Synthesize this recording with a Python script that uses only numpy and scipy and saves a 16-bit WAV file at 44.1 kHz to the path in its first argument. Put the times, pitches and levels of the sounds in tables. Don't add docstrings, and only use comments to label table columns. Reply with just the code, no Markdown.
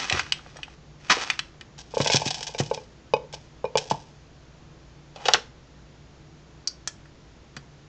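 import sys
import numpy as np
from scipy import signal
from scipy.fft import rfft, irfft
from scipy.io import wavfile
from scipy.ndimage import uniform_filter1d

SR = 44100
rng = np.random.default_rng(int(sys.argv[2]) if len(sys.argv) > 2 else 0)


def transcribe(u):
    v = np.clip(np.atleast_2d(u).T, -1, 1)
    q = np.round(v * 32767).astype(np.int16)
    wavfile.write(sys.argv[1], SR, q)


N = 347490
T = np.arange(N) / SR
HIT = T[:SR // 3]


def amp(db):
    return 10 ** (np.asarray(db) / 20)


def unit(x):
    return x / np.sqrt(np.mean(x ** 2) + 1e-20)


def peak(x, db):
    strongest_power = uniform_filter1d(x ** 2, size=132).max()
    return x * amp(db) / np.sqrt(4 * strongest_power)


def add(out, s, x):
    i = max(int(s * SR), 0)
    out[i:i + len(x)] += x[:N - i]


def curve(rows):
    s, db = np.transpose(rows)
    gain = amp(np.interp(T, s, db, left=-120, right=-120))
    return uniform_filter1d(gain, size=400)


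def colour(x, points):
    size = 8192
    hz, db = np.transpose(points)
    gain_db = np.interp(np.log(np.fft.rfftfreq(size, 1 / SR) + 1), np.log(hz), db)
    cepstrum = irfft(np.log(amp(gain_db)))
    cepstrum[1:size // 2] *= 2
    cepstrum[size // 2 + 1:] = 0
    response = irfft(np.exp(rfft(cepstrum)))
    return signal.fftconvolve(x, response)[:len(x)]


def band(x, hz, width):
    g = np.tan(np.pi * min(hz, SR / 3) / SR)
    k = width / hz
    feedback = [1 + g * k + g * g, 2 * g * g - 2, 1 - g * k + g * g]
    return signal.lfilter([g * k, 0, -g * k], feedback, x)


def fade(t60):
    return np.exp(-np.log(1000) * HIT / max(t60, 1e-3))


def crack(t60):
    return rng.standard_normal(len(HIT)) * fade(t60)


def ring(modes, detune):
    out = np.zeros(len(HIT))
    shifts = 1 + detune * rng.standard_normal(len(modes))
    for (hz, db, t60), shift in zip(modes, shifts):
        out += amp(db) * fade(t60) * np.sin(2 * np.pi * hz * shift * HIT)
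    return out


def grains(count, rate, spread_db):
    present = rng.random(count) < rate / SR
    sizes = amp(spread_db * np.clip(rng.standard_normal(count), -2, 2))
    signs = rng.choice([-1, 1], count)
    return unit(present * sizes * signs)


def spurt(length, db, hz, spectrum, rate, spread_db, breadth, release_s):
    onset = np.minimum(HIT / 0.00053, 1)
    release = np.exp(-np.maximum(HIT - length, 0) / release_s)
    rush = colour(grains(len(HIT), rate, spread_db) * onset * release, spectrum)
    x = band(rush, hz, breadth * hz)
    rms = np.sqrt(np.sum(x ** 2) / (SR * (length + release_s / 2)))
    return x * amp(db) / rms


def moments(start_s, end_s, count):
    return start_s + (end_s - start_s) * (np.arange(count) + rng.random(count)) / count


# f/Hz, relative spectral level/dB
AIR_SPECTRUM = [(25, -11), (45, -6), (62, -3), (90, -7), (120, -5), (148, -0.5), (185, -8.5), (320, -11.5),
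                (420, -13), (800, -18.5), (2000, -24.5), (4600, -28), (7000, -31), (8000, -48.5)]
# f/Hz, rms level/dB
HUM_TONES = [(60, -58.5), (146, -58), (328, -66)]


def background():
    out = unit(colour(rng.standard_normal(N), AIR_SPECTRUM)) * amp(-51.5)
    for hz, db in HUM_TONES:
        tone = np.sqrt(2) * np.sin(2 * np.pi * hz * T)
        waver = 0.26 * unit(band(rng.standard_normal(N), hz, 2.7))
        out += amp(db) * unit(tone + waver)
    return out


# level/dB against the direct sound, delay/s, t60/s, centre f/Hz, width/Hz
REFLECTIONS = [(-10, 0.00125, 0.035, 2730, 15000), (-18.5, 0.01, 0.24, 480, 18000),
               (-26, 0.0055, 0.37, 99, 300)]


def workshop(x):
    response = np.zeros(len(HIT))
    for db, delay, t60, hz, width_hz in REFLECTIONS:
        echoes = band(crack(t60) * (HIT > delay), hz, width_hz)
        response += amp(db) * echoes / np.linalg.norm(echoes)
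    return x + signal.fftconvolve(x, response)[:N]


def facet(hz, t60, count):
    draws = rng.standard_normal((count, 2))
    octaves = np.linspace(-1.1, 1.3, count) + 0.048 * draws[:, 0]
    pitches = np.minimum(hz * 2 ** octaves, SR / 3)
    modes = [(f, 3 * size, t60) for f, size in zip(pitches, draws[:, 1])]
    return ring(modes, detune=0) / np.sqrt(count / 2)


SNAP_RING_S = 0.036


def snap(db, hz):
    film = amp(-10.5) * facet(hz, 2.85 * SNAP_RING_S, count=14)
    film += crack(SNAP_RING_S) + amp(16.5) * crack(0.021)
    return peak(band(band(film, hz, 0.73 * hz), hz, 3.5 * hz), db - 4.0)


def pat(db, hz, t60):
    return peak(band(band(crack(t60), hz, 0.44 * hz), hz, 3.3 * hz), db)


CARRY_START_S, CARRY_END_S = 0.18, 0.72
LIGHT_PAT_DB, LIGHT_PAT_FALL_DB_PER_S = -33.5, 4
LIGHT_PAT_HZ, LIGHT_PAT_OCTAVES, LIGHT_PAT_RING_S = 1050, 0.69, 0.027

# f/Hz, relative spectral level/dB
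FILM_SPECTRUM = [(100, -24), (200, -12), (400, -12.5), (700, -9), (1000, -5), (1600, -5.5), (2700, -6.5),
                 (4000, -11), (6000, -11), (7500, -22.5), (9000, -24)]
# t/s, relative level/dB
RUSTLE_STRETCHES = [
    [(0.0, -24.5), (0.038, -33), (0.33, -50), (0.486, -55), (0.75, -58.5)],
    [(1.0, -58), (1.088, -45), (1.135, -33), (1.23, -29.5), (1.288, -36.5), (1.416, -57), (1.5, -57.5)],
]
# t/s, relative peak level/dB, centre f/Hz
CREASE_SNAPS = [(0.025, -23, 2060), (0.098, -7.5, 2620), (0.125, -5, 2200), (0.173, -13.5, 1520),
                (0.194, -7, 1955), (0.322, -3, 2884), (1.301, -3, 2090), (1.392, -8, 2440),
                (1.611, -25, 2030)]
# t/s, length/s, rms level/dB, centre f/Hz
GRIP_AND_LANDING = [(0.112, 0.096, -32, 1500), (1.097, 0.029, -16, 1550)]
# t/s, peak level/dB, centre f/Hz, t60/s
HEAVY_PATS = [(0.111, -22, 630, 0.2), (0.125, -22.5, 85, 0.19), (.142, -24.5, 342, 0.039),
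              (1.100, -9, 1200, 0.032), (1.102, -25, 189, 0.06), (1.169, -21.5, 487, 0.079)]


def bag():
    crackle = unit(colour(grains(N, rate=2400, spread_db=7), FILM_SPECTRUM))
    out = crackle * sum(curve(rows) for rows in RUSTLE_STRETCHES) * amp(-1.0)
    for s, db, hz in CREASE_SNAPS:
        add(out, s, snap(db, hz))
    for s, length, db, hz in GRIP_AND_LANDING:
        crunch = spurt(length, db, hz, FILM_SPECTRUM, rate=6000, spread_db=2.0, breadth=7.4,
                       release_s=0.0092)
        add(out, s, crunch)
    for s, db, hz, t60 in HEAVY_PATS:
        add(out, s, pat(db, hz, t60))
    for s in moments(CARRY_START_S, CARRY_END_S, count=7):
        hz = LIGHT_PAT_HZ * 2 ** (LIGHT_PAT_OCTAVES * rng.standard_normal())
        db = LIGHT_PAT_DB - LIGHT_PAT_FALL_DB_PER_S * (s - CARRY_START_S)
        add(out, s, pat(db, hz, LIGHT_PAT_RING_S))
    return out


# f/Hz, relative level/dB, t60/s
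CHAIN_MODES = [(1470, -18, .14), (4200, -6, .08), (4665, 0, .09), (4780, -6, .06), (5250, -3, .02),
               (5610, -4, .04), (6050, -3, .025), (6900, -11, .04)]
# f/Hz, relative level/dB, t60/s
CAGE_MODES = [(1400, -3, .035), (1735, 3, .075), (1850, 1, .035), (2342, -3, .04), (3230, -2, .085),
              (3467, -7, .06), (4360, -9, .04), (4657, -7, .04), (5170, -5, .03), (5640, 4, .04),
              (6530, -3, .035), (7950, -4, .04)]
# t/s, chain peak level/dB and cage peak level/dB before the buzz,
# tick peak level/dB, tick centre f/Hz, tick width/Hz
CAGE_TOUCHES = [(.568, -62, -33.5, -54, 4940, 3020), (0.6314, -56, -34.5, -21, 2660, 790),
                (6.6741, -21, -44, -13, 5290, 1700), (6.875, -49, -22.5, -14.5, 5700, 3900),
                (7.056, -71.5, -57, -45.5, 1610, 800), (7.566, -37.5, -34, -28.5, 1350, 2960)]


def lid():
    out = np.zeros(N)
    for s, chain_db, cage_db, tick_db, hz, width_hz in CAGE_TOUCHES:
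        chain = peak(ring(CHAIN_MODES, detune=0.0021), chain_db)
        cage = peak(ring(CAGE_MODES, detune=0.0041), cage_db)
        buzz = 1 + 0.47 * unit(band(rng.standard_normal(len(HIT)), 150, 400))
        add(out, s, (chain + cage) * buzz)
        tick = band(band(crack(0.024), hz, width_hz), hz, width_hz)
        add(out, s, peak(tick, tick_db))
    return out


# f/Hz, relative spectral level/dB
BENCH_SPECTRUM = [(120, -17), (300, -25.5), (480, -3), (680, -8.5), (790, -9), (970, -13), (1400, -9.5),
                  (2050, -12), (2900, -6.5), (4000, -13), (6800, -15.5), (8800, -30.5)]


def bench_hit(db, hz, width_hz, t60):
    blow = crack(t60) + amp(-1) * crack(0.003)
    return peak(band(colour(blow, BENCH_SPECTRUM), hz, width_hz), db)


SCRAPE_HZ, SCRAPE_WIDTH_HZ = 840, 170
RIM_TICK_HZ, RIM_TICK_WIDTH_HZ = 3900, 3400
BODY_RING_S, BODY_BREADTH = 0.048, 0.63
BENCH_THUD_DB, BENCH_THUD_HZ, BENCH_THUD_RING_S = -15.5, 220, 0.13

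# t/s, relative level/dB
SLIDE_LEVEL = [(5.15, -57), (5.198, -52.5), (5.322, -33), (5.438, -57), (5.5, -67)]
# t/s, level/dB
SCRAPE_LEVEL = [(5.165, -49.5), (5.33, -39)]
# t/s, rim peak level/dB, rim t60/s, body lag/s, body peak level/dB, body f/Hz
BOUNCES = [(5.160, -34.5, 0.062, 0.0011, -30, 550), (5.255, -19, 0.1, 0.0012, -18.5, 685),
           (5.284, -9, 0.019, 0.0017, -6.5, 860), (5.336, 0, .015, 0.0073, -6.5, 1330)]


def set_down():
    friction = colour(grains(N, rate=2900, spread_db=5), BENCH_SPECTRUM)
    out = unit(friction) * curve(SLIDE_LEVEL) * amp(-3.0)
    out += unit(band(friction, SCRAPE_HZ, SCRAPE_WIDTH_HZ)) * curve(SCRAPE_LEVEL)
    for s, rim_db, rim_t60, lag, body_db, body_hz in BOUNCES:
        rim = bench_hit(rim_db, RIM_TICK_HZ, RIM_TICK_WIDTH_HZ, rim_t60)
        body = bench_hit(body_db, body_hz, BODY_BREADTH * body_hz, BODY_RING_S)
        thud = bench_hit(body_db + BENCH_THUD_DB, BENCH_THUD_HZ, BODY_BREADTH * BENCH_THUD_HZ,
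                         BENCH_THUD_RING_S)
        add(out, s, rim)
        add(out, s + lag, body)
        add(out, s + lag, thud)
    return out


SLIP_HZ, SLIP_JITTER, SLIP_SAG_DB = 29, 0.3, 22


def slips():
    pace = SLIP_HZ * np.exp(SLIP_JITTER * unit(band(rng.standard_normal(N), 13, 24)))
    phase = np.cumsum(pace) / SR % 1
    return unit(amp(-SLIP_SAG_DB * phase))


RASP_HZ, RASP_WIDTH_HZ = 5050, 18000
TRICKLE_DB, TRICKLE_S = -13.5, 0.048

# f/Hz, relative spectral level/dB
SEED_SPECTRUM = [(300, -27.5), (500, 0.5), (900, 6.5), (1100, -8.5), (1350, -19), (1600, -1), (1900, -12),
                 (2300, -5.5), (3100, -1.5), (4300, -5.5), (5200, -0.5), (6500, -5.5), (7700, -12.5),
                 (9000, -16)]
# t/s, relative level/dB
SEED_FLOW = [(1.88, -65), (1.95, -43.5), (2.07, -26), (2.17, -43.5), (2.31, -33), (2.52, -49.5),
             (2.68, -48), (2.85, -63.5)]
# t/s, length/s, rms level/dB
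STRONG_RASPS = [(1.778, 0.04, -44.5), (2.013, 0.012, -29), (2.118, 0.028, -21), (2.155, 0.018, -19.5),
                (2.254, 0.031, -29), (2.413, 0.00089, -47), (2.429, 0.0014, -25.5), (2.466, 0.02, -33.5),
                (2.583, 0.026, -30), (2.738, 0.011, -34.5), (3.326, 0.023, -38.5), (3.7722, 0.013, -22),
                (3.898, 0.02, -32.5)]


def seeds():
    rush = colour(grains(N, rate=3800, spread_db=9.5) * slips(), SEED_SPECTRUM)
    rasp = unit(band(rush, RASP_HZ, RASP_WIDTH_HZ)) * curve(SEED_FLOW) * amp(0.5)
    for s, length, db in STRONG_RASPS:
        burst = spurt(length, db, RASP_HZ, SEED_SPECTRUM, rate=5200, spread_db=11.0,
                      breadth=RASP_WIDTH_HZ / RASP_HZ, release_s=0.0023)
        add(rasp, s, burst)
    keep = np.exp(-1 / (TRICKLE_S * SR))
    falling = np.sqrt(signal.lfilter([1 - keep], [1, -keep], rasp ** 2))
    ticks = unit(colour(grains(N, rate=320, spread_db=-1), SEED_SPECTRUM))
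    return rasp + ticks * falling * amp(TRICKLE_DB)


# f/Hz, relative level/dB, t60/s
BASE_MODES = [(143, 0, .09), (170, -5, .045), (235, -4, .025), (310, -5, .025), (400, -8, .02)]


def base_thud():
    thud = peak(ring(BASE_MODES, detune=0.03), 0)
    thud += peak(band(crack(0.044), 300, 430), -12.0)
    bass_cut = signal.butter(4, 108, "high", fs=SR, output="sos")
    return signal.sosfilt(bass_cut, thud)


# t/s, relative peak level/dB
BASE_THUMPS = [(2.002, -12), (2.145, -10), (2.263, -18.5), (2.602, -10), (3.917, -19), (7.569, -31.5)]


def feeder():
    out = np.zeros(N)
    for s, db in BASE_THUMPS:
        add(out, s, peak(base_thud(), db + 1))
    return out


# f/Hz, relative level/dB, t60/s
WALL_MODES = [(459, 10, 0.039), (522, 6.5, 0.03)]
RIM_MODES = [(874, 3, 0.032), (944, -14, 0.048), (1063, -20, 0.051)]
SHELL_MODES = [(610, -10.5, 0.02), (650, -11, 0.026), (1640, -25.5, 0.028), (2370, -4, 0.065),
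               (2380, -24.5, 0.19), (2850, 2.5, 0.015), (2880, -8, 0.012), (3646, 6, 0.017),
               (4970, 0.5, 0.03)]
# f/Hz, relative level/dB
FUNNEL_RADIATION = [(150, -16.5), (330, -27), (430, -1.5), (690, 9), (780, -10.5), (865, 2.5), (1120, 3),
                    (1320, -10), (1560, 10), (1860, -9.5), (2300, 2), (3600, -7.5), (6000, 0.5),
                    (9000, -19)]


def knock(db, hard_hz, wall_db, rim_db):
    body = amp(wall_db) * ring(WALL_MODES, detune=0.008)
    body += amp(rim_db) * ring(RIM_MODES, detune=0.016)
    body += ring(SHELL_MODES, detune=0.039)
    body += amp(-1) * crack(0.025)
    contact = signal.butter(1, min(hard_hz, SR / 3), fs=SR)
    radiated = colour(signal.lfilter(*contact, body), FUNNEL_RADIATION)
    return peak(radiated, db) + peak(base_thud(), db - 20.0)


REBOUND_S, REBOUND_SCATTER, REBOUND_DB = 0.025, 0.203, -17.5
CHATTER_START_S, CHATTER_END_S = 2.08, 2.68
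CHATTER_DB, CHATTER_FALL_DB_PER_S = -28.5, 5.5

# t/s, peak level/dB, contact cutoff f/Hz (hardness),
# wall modes' gain level/dB, rim modes' gain level/dB
NECK_KNOCKS = [(1.939, -22, 900, 2, 9), (1.970, -9, 1100, 8, 8.5), (2.004, -11.5, 1700, -1, -0.5),
               (2.061, -11.5, 1210, -23, -3), (2.100, -9.5, 2500, -15, -5), (2.219, -15.5, 900, -32, 2.5),
               (2.548, -21.5, 2230, -8, -5.5), (2.600, -16, 1800, 10, -2), (2.713, -10, 800, 3.5, 6.5),
               (2.776, -23.5, 1200, -7.5, 1.5), (3.137, -4, 1930, -3.5, 1.5), (3.338, -25, 1000, -11.5, -2),
               (3.643, -12, 804, 11, 13), (3.653, -19, 1300, -4.5, 5.5), (3.755, -6, 1520, -1, 3),
               (3.912, -8, 755, -16, 12)]


def funnel():
    out = np.zeros(N)
    for s, db, hard_hz, wall_db, rim_db in NECK_KNOCKS:
        add(out, s, knock(db, hard_hz, wall_db, rim_db))
        flight = REBOUND_S * (1 + REBOUND_SCATTER * rng.standard_normal())
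        add(out, s + flight, knock(db + REBOUND_DB, hard_hz, wall_db, rim_db))
    for s in moments(CHATTER_START_S, CHATTER_END_S, count=8):
        db = CHATTER_DB - CHATTER_FALL_DB_PER_S * (s - CHATTER_START_S)
        add(out, s, knock(db, hard_hz=1300, wall_db=-2.5, rim_db=5.5))
    return out


def scene():
    sources = bag() + lid() + set_down() + seeds() + feeder() + funnel()
    mono = workshop(sources) + background()
    return np.array([mono, mono])


TOP_HZ = 8200


def record(dry):
    treble_cut = signal.butter(12, TOP_HZ, fs=SR, output="sos")
    return signal.sosfiltfilt(treble_cut, np.clip(dry, -1, 1))


dry = scene()
out = record(dry)
transcribe(out)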